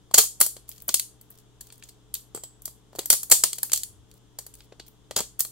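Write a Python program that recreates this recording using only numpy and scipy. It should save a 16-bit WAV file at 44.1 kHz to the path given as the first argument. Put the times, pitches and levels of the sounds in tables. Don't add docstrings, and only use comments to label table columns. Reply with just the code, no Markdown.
import sys
import numpy as np
from scipy import signal
from scipy.fft import rfft, irfft, next_fast_len
from scipy.io import wavfile

SR = 44100
rng = np.random.default_rng(int(sys.argv[2]) if len(sys.argv) > 2 else 0)


def to_wav(sig):
    pcm = np.clip(np.atleast_2d(sig), -1, 1) * 32767
    pcm = np.round(pcm).astype(np.int16)
    wavfile.write(sys.argv[1], SR, pcm.T)


N = 242991
TIME = np.arange(N) / SR
BURST = 16384
AGE = np.arange(BURST) / SR
HZ = np.maximum(np.fft.rfftfreq(BURST, 1 / SR), 10)
LEAD_S = .004

# start in seconds, end in seconds, level in dB.
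RUBBING = [(0.678, .83, -54.5), (1.308, 1.415, -60.5), (1.632, 1.92, -60.5), (2.924, 3.06, -62.5),
           (3.534, 3.82, -53.5), (4.085, 4.18, -64), (4.547, 4.66, -62), (4.864, 4.89, -57)]
# frequency in Hz, likeness from 0 to 1.
DIFFUSE_LIKENESS = [(50, 0.49), (150, 0.91), (1200, 0.49), (3500, .25), (7000, 0.056)]


def supports():
    # start in seconds, relative treble level in dB, length of the tear in seconds,
    # relative thud level of the part in dB, brightness in dB per octave.
    cracks = [(0.139, -24, 0.0035, -39, 10), (0.1421, -7, 0.0054, -23.5, 0), (0.1781, -3, .012, -21, 3),
              (0.4023, -16, 0.011, -38, 9.5), (0.4116, -4.5, 0.0037, -25, 5),
              (0.463, -19, 0.0012, -42.5, 7.5), (0.6909, -31.5, 0.0023, -55, 13.5),
              (0.8807, -20.5, 0.0025, -41.5, 20), (0.889, -21.5, 0.0039, -35, -4),
              (0.9419, -8.5, 0.0015, -38.5, 1.5), (0.9962, -19, 0.001, -55, 0.5),
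              (1.212, -45, .0024, -69, 8), (1.303, -41, .002, -64, 20), (2.1404, -22, 0.0018, -87.5, 6.5),
              (2.62, -41.5, 0.0011, -70.5, 11.5), (2.656, -24.5, .0007, -58, 5.5),
              (3.058, -23.5, 0.0019, -49, 7.5), (3.1012, -1, 0.002, -24.5, 2.5),
              (3.128, -13, .002, -31, 3.5), (3.1366, -18, .0024, -37, 4.5), (3.2308, -26, 0.0028, -50, 6.5),
              (3.2994, -22, .0008, -43, 9), (3.313, -2, .011, -22, 4), (3.4375, -7.5, 0.002, -24.5, 1),
              (3.531, -23, 0.0006, -47.5, 0), (3.584, -29.5, 0.0024, -48, 1.5),
              (3.6302, -17, 0.0025, -39, 7), (3.718, -24, 0.0016, -45.5, -1),
              (3.7316, -12, 0.0045, -37.5, 2), (3.7598, -27, 0.0055, -70, 1),
              (3.7753, -22.5, 0.00075, -68, 3.5), (3.834, -25, 0.0022, -73, 3),
              (5.1614, -23, 0.035, -34, -1), (5.205, -23, 0.0015, -30, -1),
              (5.3925, -20.5, 0.0017, -49, 15), (5.398, -26, 0.00064, -68, 0.5),
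              (5.4049, -12.5, 0.0015, -40, 7.5), (5.4494, -31, 0.0013, -45.5, 0.5)]
    usual_hz, usual_tear_s = 8440, 0.0018
    sag = .2
    rise = .09
    lowest_hz, highest_hz = 6700, 11700
    out = np.zeros((2, N))
    for s, db, length, thud_db, tilt_db in cracks:
        hz = usual_hz * (usual_tear_s / length) ** sag * 2 ** (rise * tilt_db)
        strut_db = hump(np.clip(hz, lowest_hz, highest_hz), width_hz=1600, db=4.0)
        sound = blow(db, length, thud_db, tilt_db, strut_db, snap_t60=0.017, thud_t60=0.021)
        add(out, s - LEAD_S, sound)
    return out


def recoil(swing_hz=48, swing_t60=.06):
    # start in seconds, starting level of the swing in dB.
    jerks = [(0.412, -46), (3.103, -39), (3.316, -33.5)]
    out = np.zeros((2, N))
    swing = dying(AGE, swing_t60) * np.sin(2 * np.pi * swing_hz * AGE)
    for s, db in jerks:
        add(out, s, from_db(db) * swing[None])
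    return out


def pliers():
    # start in seconds, relative treble level in dB,
    # relative thud level of the part in dB, brightness in dB per octave,
    # relative ring of the steel in dB, pitch of the contact in Hz.
    jaws = [(0.111, -46, -43, -4, -5.5, 1037), (0.2375, -22.5, -43.5, 8.5, -4, 880),
            (0.5655, -41, -45.5, -2, -13.5, 4440), (1.6084, -35.5, -56.5, 2, -23.5, 12900),
            (1.7237, -43.5, -61.5, -0.5, -24, 9100), (1.836, -42.5, -67, -1.5, -22.5, 6760),
            (1.8915, -45, -69, 0, -9, 4440), (2.151, -30.5, -85, -0.5, -19, 3240),
            (2.3478, -30, -34.5, 1, 6, 377), (2.3601, -37.5, -48, 4.5, -13.5, 700),
            (2.3739, -42, -39.5, 2, -11.5, 418), (2.4362, -33.5, -45.5, 0, 5, 590),
            (2.6779, -39.5, -47, -0.5, -15, 1100), (2.93, -59, -49, -3.5, -15.5, 795),
            (2.9517, -48, -40.5, 0, -12, 697), (2.9584, -40.5, -47, 1.5, -13.5, 1000),
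            (2.9854, -31, -34.5, 10, -20.5, 408), (2.9903, -23.5, -30.5, -1, -14, 411),
            (4.3872, -28.5, -43.5, 5, -26, 5800), (4.465, -37.5, -54, 2, -25.5, 12600),
            (4.539, -43.5, -75, 0, -19, 10000), (4.7224, -53, -43.5, -13.5, -14, 347),
            (4.7973, -39, -45.5, -8.5, -34, 4440), (5.1102, -34.5, -34, -5.5, -22.5, 301)]
    contact_s = .002
    out = np.zeros((2, N))
    for s, db, thud_db, tilt_db, ring_db, hz in jaws:
        steel_db = hump(hz=7840, width_hz=680, db=10 * min(from_db(ring_db), 1))
        contact_db = hump(hz, width_hz=0.5 * hz, db=6)
        knock = blow(db, contact_s, thud_db, tilt_db, steel_db + contact_db, snap_t60=0.028, thud_t60=0.012)
        add(out, s - LEAD_S, knock)
        add(out, s, from_db(db + ring_db - 6.5) * steel())
    return out


def steel(split=0.016, count=5):
    # frequency in Hz, relative level in dB, time to fall by 60 dB in seconds.
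    arm_modes = [(3200, -27, .2), (4947, -29, .25), (7300, -16, .22), (7600, -14, .27), (7830, -12, .3),
                 (8150, -16, .22)]
    t, out = np.arange(SR // 3) / SR, 0
    for hz, db, t60 in arm_modes:
        partials = hz * (1 + split * rng.uniform(-1.2, 1, (count, 1, 1)))
        turns = partials * t + rng.random((count, 2, 1))
        waves = np.sin((2 * np.pi * turns).astype(np.float32))
        out = out + from_db(db) * dying(t, t60) * waves.sum(axis=0) * np.sqrt(2 / count)
    return out


def crumbs(spread_db=2.0, tilt_spread_db=11.5, count=12):
    per_s, tear_s = 19, 0.0013
    above_rubbing_db, thud_below_db, usual_tilt_db = 13, -24, 7.5
    out = np.zeros((2, N))
    for start, end, db in RUBBING:
        times = start + (np.arange(count) + rng.random(count)) / per_s
        for s, (size, bright) in zip(times[times < end], rng.standard_normal((count, 2))):
            level_db = db + above_rubbing_db + spread_db * size
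            tilt_db = usual_tilt_db + tilt_spread_db * bright
            thud_db = level_db + thud_below_db
            sound = blow(level_db, tear_s, thud_db, tilt_db, 0, snap_t60=0.01, thud_t60=0.019)
            add(out, s - LEAD_S, sound)
    return out


def rustle(per_s=240, grain_t60=0.025):
    level = sum(from_db(db) * ((TIME > start) & (TIME < end)) for start, end, db in RUBBING)
    grains = (rng.random(N) < per_s / SR) * rng.rayleigh(1, N)
    fade = dying(AGE, grain_t60) ** 2
    energy = signal.fftconvolve((level * grains) ** 2, fade)[:N].clip(0)
    energy = energy / (np.mean(grains ** 2) * fade.sum())
    bright = [(500, -48.5), (2000, -8.5), (4000, 1.5), (8000, 2.0), (15000, 3.5)]  # Hz, relative dB
    return np.sqrt(energy) * coloured(rng.standard_normal((2, N)), bright)


def handling():
    # time in seconds, level in dB before an overall lift of 2 dB.
    turning = [(3.75, -66), (3.86, -60.5), (4.002, -53.5), (4.114, -78.5)]
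    s, db = np.transpose(turning)
    low = [(45, -21), (75, 1.5), (100, 2.5), (160, -24), (600, -61)]  # Hz, relative dB
    rumble = coloured(rng.standard_normal((2, N)), low)
    return from_db(np.interp(TIME, s, db, left=-120, right=-120) + 2) * rumble


def blow(db, length, thud_db, tilt_db, strut_db, snap_t60, thud_t60, deepen=0.28):
    # frequency in Hz, width in Hz, relative lift in dB.
    part_modes = [(400, 81, 2), (614, 400, 2), (1181, 40, 3), (1940, 500, 1), (3232, 410, 6.5),
                  (4480, 88, 4), (5770, 65, 7), (5950, 43, 0.5), (6870, 130, 4), (8340, 590, 2.5),
                  (11400, 100, -0.5), (12050, 260, 5.5)]
    # frequency in Hz, relative level in dB.
    snap_colour = [(300, -31), (1000, -22.5), (2300, -14.5), (3300, -10), (4500, -1), (5600, -5.5),
                   (7300, 1), (9500, -2.5), (13000, -5), (16000, -7)]
    # frequency in Hz, relative level in dB.
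    thud_colour = [(40, -17.5), (130, -9.5), (250, -7.5), (420, -3), (750, -1.5), (1200, -3.5),
                   (1900, -6.5), (2600, -14.5), (5000, -42.5)]
    part_db = sum(hump(*mode) for mode in part_modes) + grip(count=170)
    bright_db = tilt_db * np.log2(np.clip(HZ, 2500, 14000) / 7000)
    heaviness_db = np.clip(thud_db - db + 21.5, -10, 15)
    deep_db = -deepen * heaviness_db * np.log2(np.clip(HZ, 200, 2500) / 700)
    snap = causal(at_hz(snap_colour, HZ) + part_db + bright_db + strut_db)
    thud = causal(at_hz(thud_colour, HZ) + part_db + deep_db + strut_db)
    energy, snap_gain, thud_gain = fractures(length), from_db(db), from_db(thud_db)
    direct = snap_gain * struck(energy, snap, snap_t60) + thud_gain * struck(energy, thud, thud_t60)
    echoes = room(energy, snap_gain * snap + thud_gain * thud)
    return (direct + echoes) * np.sqrt((length + 0.0035) * SR)


def fractures(length, per_s=1500, spread_db=4, fade_db=4, first=0.88, lead_db=-19, gather_db=18):
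    age = AGE[:SR // 24] - LEAD_S
    gathering_db = lead_db + gather_db * age / LEAD_S
    fading_db = -fade_db * np.minimum(age / length, 1)
    course_db = np.where(age < 0, gathering_db, fading_db)
    breaks = (rng.random(len(age)) < per_s / SR) & (age < length)
    sizes = breaks * from_db(spread_db * rng.standard_normal(len(age)) + course_db)
    sizes[round(LEAD_S * SR)] = first
    return np.pad(sizes ** 2, (0, BURST - len(age)))


def struck(energy, colour, t60):
    # frequency in Hz, likeness from 0 to 1.
    direct_likeness = [(100, 0.4), (500, 1), (1500, 0.96), (4000, 0.96), (8000, 0), (16000, 0.04)]
    modes = at_microphone(rng.standard_normal((2, BURST)) * swell(energy, t60), direct_likeness)
    return rms_one(irfft(modes * colour)) / np.sqrt(BURST)


def swell(energy, t60):
    stored = signal.lfilter([1], [1, -dying(1 / SR, t60) ** 2], energy + 1e-18)
    return np.sqrt(stored / stored.sum())


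def grip(count, spread_db=2.0):
    spacing = np.linspace(0, 1, count) ** 2 * (SR / 2)
    return np.interp(HZ, spacing, spread_db * rng.standard_normal(count))


def hump(hz, width_hz, db):
    return db / (1 + (2 * (HZ - hz) / width_hz) ** 2)


def causal(db):
    cepstrum = irfft(np.log(rms_one(from_db(db))))
    cepstrum[1:BURST // 2] *= 2
    cepstrum[BURST // 2 + 1:] = 0
    return np.exp(rfft(cepstrum))


def room(energy, colour, first_echo_s=0.0015, build_s=0.001):
    # frequency in Hz, relative level in dB, time to fall by 60 dB in seconds.
    tail_bands = [(300, -22, 0.14), (1050, -14.5, 0.18), (2450, -9.5, 0.2), (6040, -10.5, 0.27),
                  (10200, -10.5, 0.27), (15300, -10.5, 0.18)]
    arriving = np.interp(AGE - first_echo_s, AGE, swell(energy, 7 * build_s) ** 2, left=0)
    white, tail = rng.standard_normal((2, BURST)), 0
    centres = [hz for hz, db, t60 in tail_bands]
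    for (hz, db, t60), own in zip(tail_bands, np.eye(len(tail_bands))):
        share = at_hz(list(zip(centres, own)), HZ)
        tail = tail + from_db(db) * share * rfft(white * swell(arriving, t60))
    return irfft(at_microphone(irfft(tail), DIFFUSE_LIKENESS) * colour)


def at_microphone(pair, likeness, lag_s=.000035):
    # frequency in Hz, difference in dB.
    left_louder = [(50, 2), (250, 4), (1200, 4.6), (4000, 1), (8000, .8), (16000, 1.6)]
    hz = np.fft.rfftfreq(pair.shape[1], 1 / SR)
    mid, side = rfft(pair)
    alike = np.clip(at_hz(likeness, hz), -1, 1)
    sign = np.array([[1], [-1]])
    both = np.sqrt(1 + alike) * mid + sign * np.sqrt(1 - alike) * side
    both = both * from_db(sign * at_hz(left_louder, hz) / 2)
    both[0] *= np.exp(-2j * np.pi * hz * lag_s)
    return both


def coloured(pair, spectrum):
    size = next_fast_len(N, True)
    both = at_microphone(np.pad(pair, ((0, 0), (0, size - N))), DIFFUSE_LIKENESS)
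    gain = from_db(at_hz(spectrum, np.fft.rfftfreq(size, 1 / SR)))
    return rms_one(irfft(both * gain, size)[:, :N])


def background(air_level_db=-59, waver=.3, left_db=1.5, phase_gap=1.0):
    # frequency in Hz, relative level in dB.
    air_colour = [(20, -13.5), (40, -10), (54, 2.5), (75, -18.5), (130, -15), (220, -15.5), (420, -18),
                  (560, -24.5), (1000, -25.5), (2400, -37), (3400, -25.5), (4300, -36), (7000, -32),
                  (16000, -48)]
    # frequency in Hz, level in dB midway between left and right.
    hum_lines = [(119.5, -61), (192, -72.5), (299, -71), (431, -71.5)]
    out = from_db(air_level_db) * coloured(rng.standard_normal((2, N)), air_colour)
    knots = np.arange(0, N / SR + 1, .08)
    for hz, db in hum_lines:
        wander = np.interp(TIME, knots, waver * rng.standard_normal(len(knots)))
        phase = wander + np.array([[phase_gap], [0]])
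        gain = from_db(db + np.array([[left_db], [-left_db]]))
        out += gain * np.sqrt(2) * np.sin(2 * np.pi * hz * TIME + phase)
    return out


def from_db(db):
    return 10 ** (np.asarray(db) / 20)


def rms_one(x):
    return x / np.sqrt(np.mean(x ** 2) + 1e-20)


def at_hz(points, hz):
    f, value = np.transpose(points)
    return np.interp(np.log(np.maximum(hz, 1)), np.log(f), value)


def dying(t, t60):
    return from_db(-60 * t / t60)


def add(out, s, sound):
    start = round(s * SR)
    out[:, start:start + sound.shape[1]] += sound[:, :N - start]


def scene():
    work = supports() + recoil() + pliers() + crumbs() + rustle() + handling()
    return work + background()


def record(dry, top=0.73, lopsided=0.051, cutoff_hz=15750):
    limit = top * (1 + lopsided * np.sign(dry))
    clipped = dry / (1 + (dry / limit) ** 4) ** (1 / 4)
    low_pass = signal.ellip(10, .2, 80, cutoff_hz, fs=SR, output="sos")
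    return signal.sosfilt(low_pass, clipped)


dry = scene()
out = record(dry)
to_wav(out)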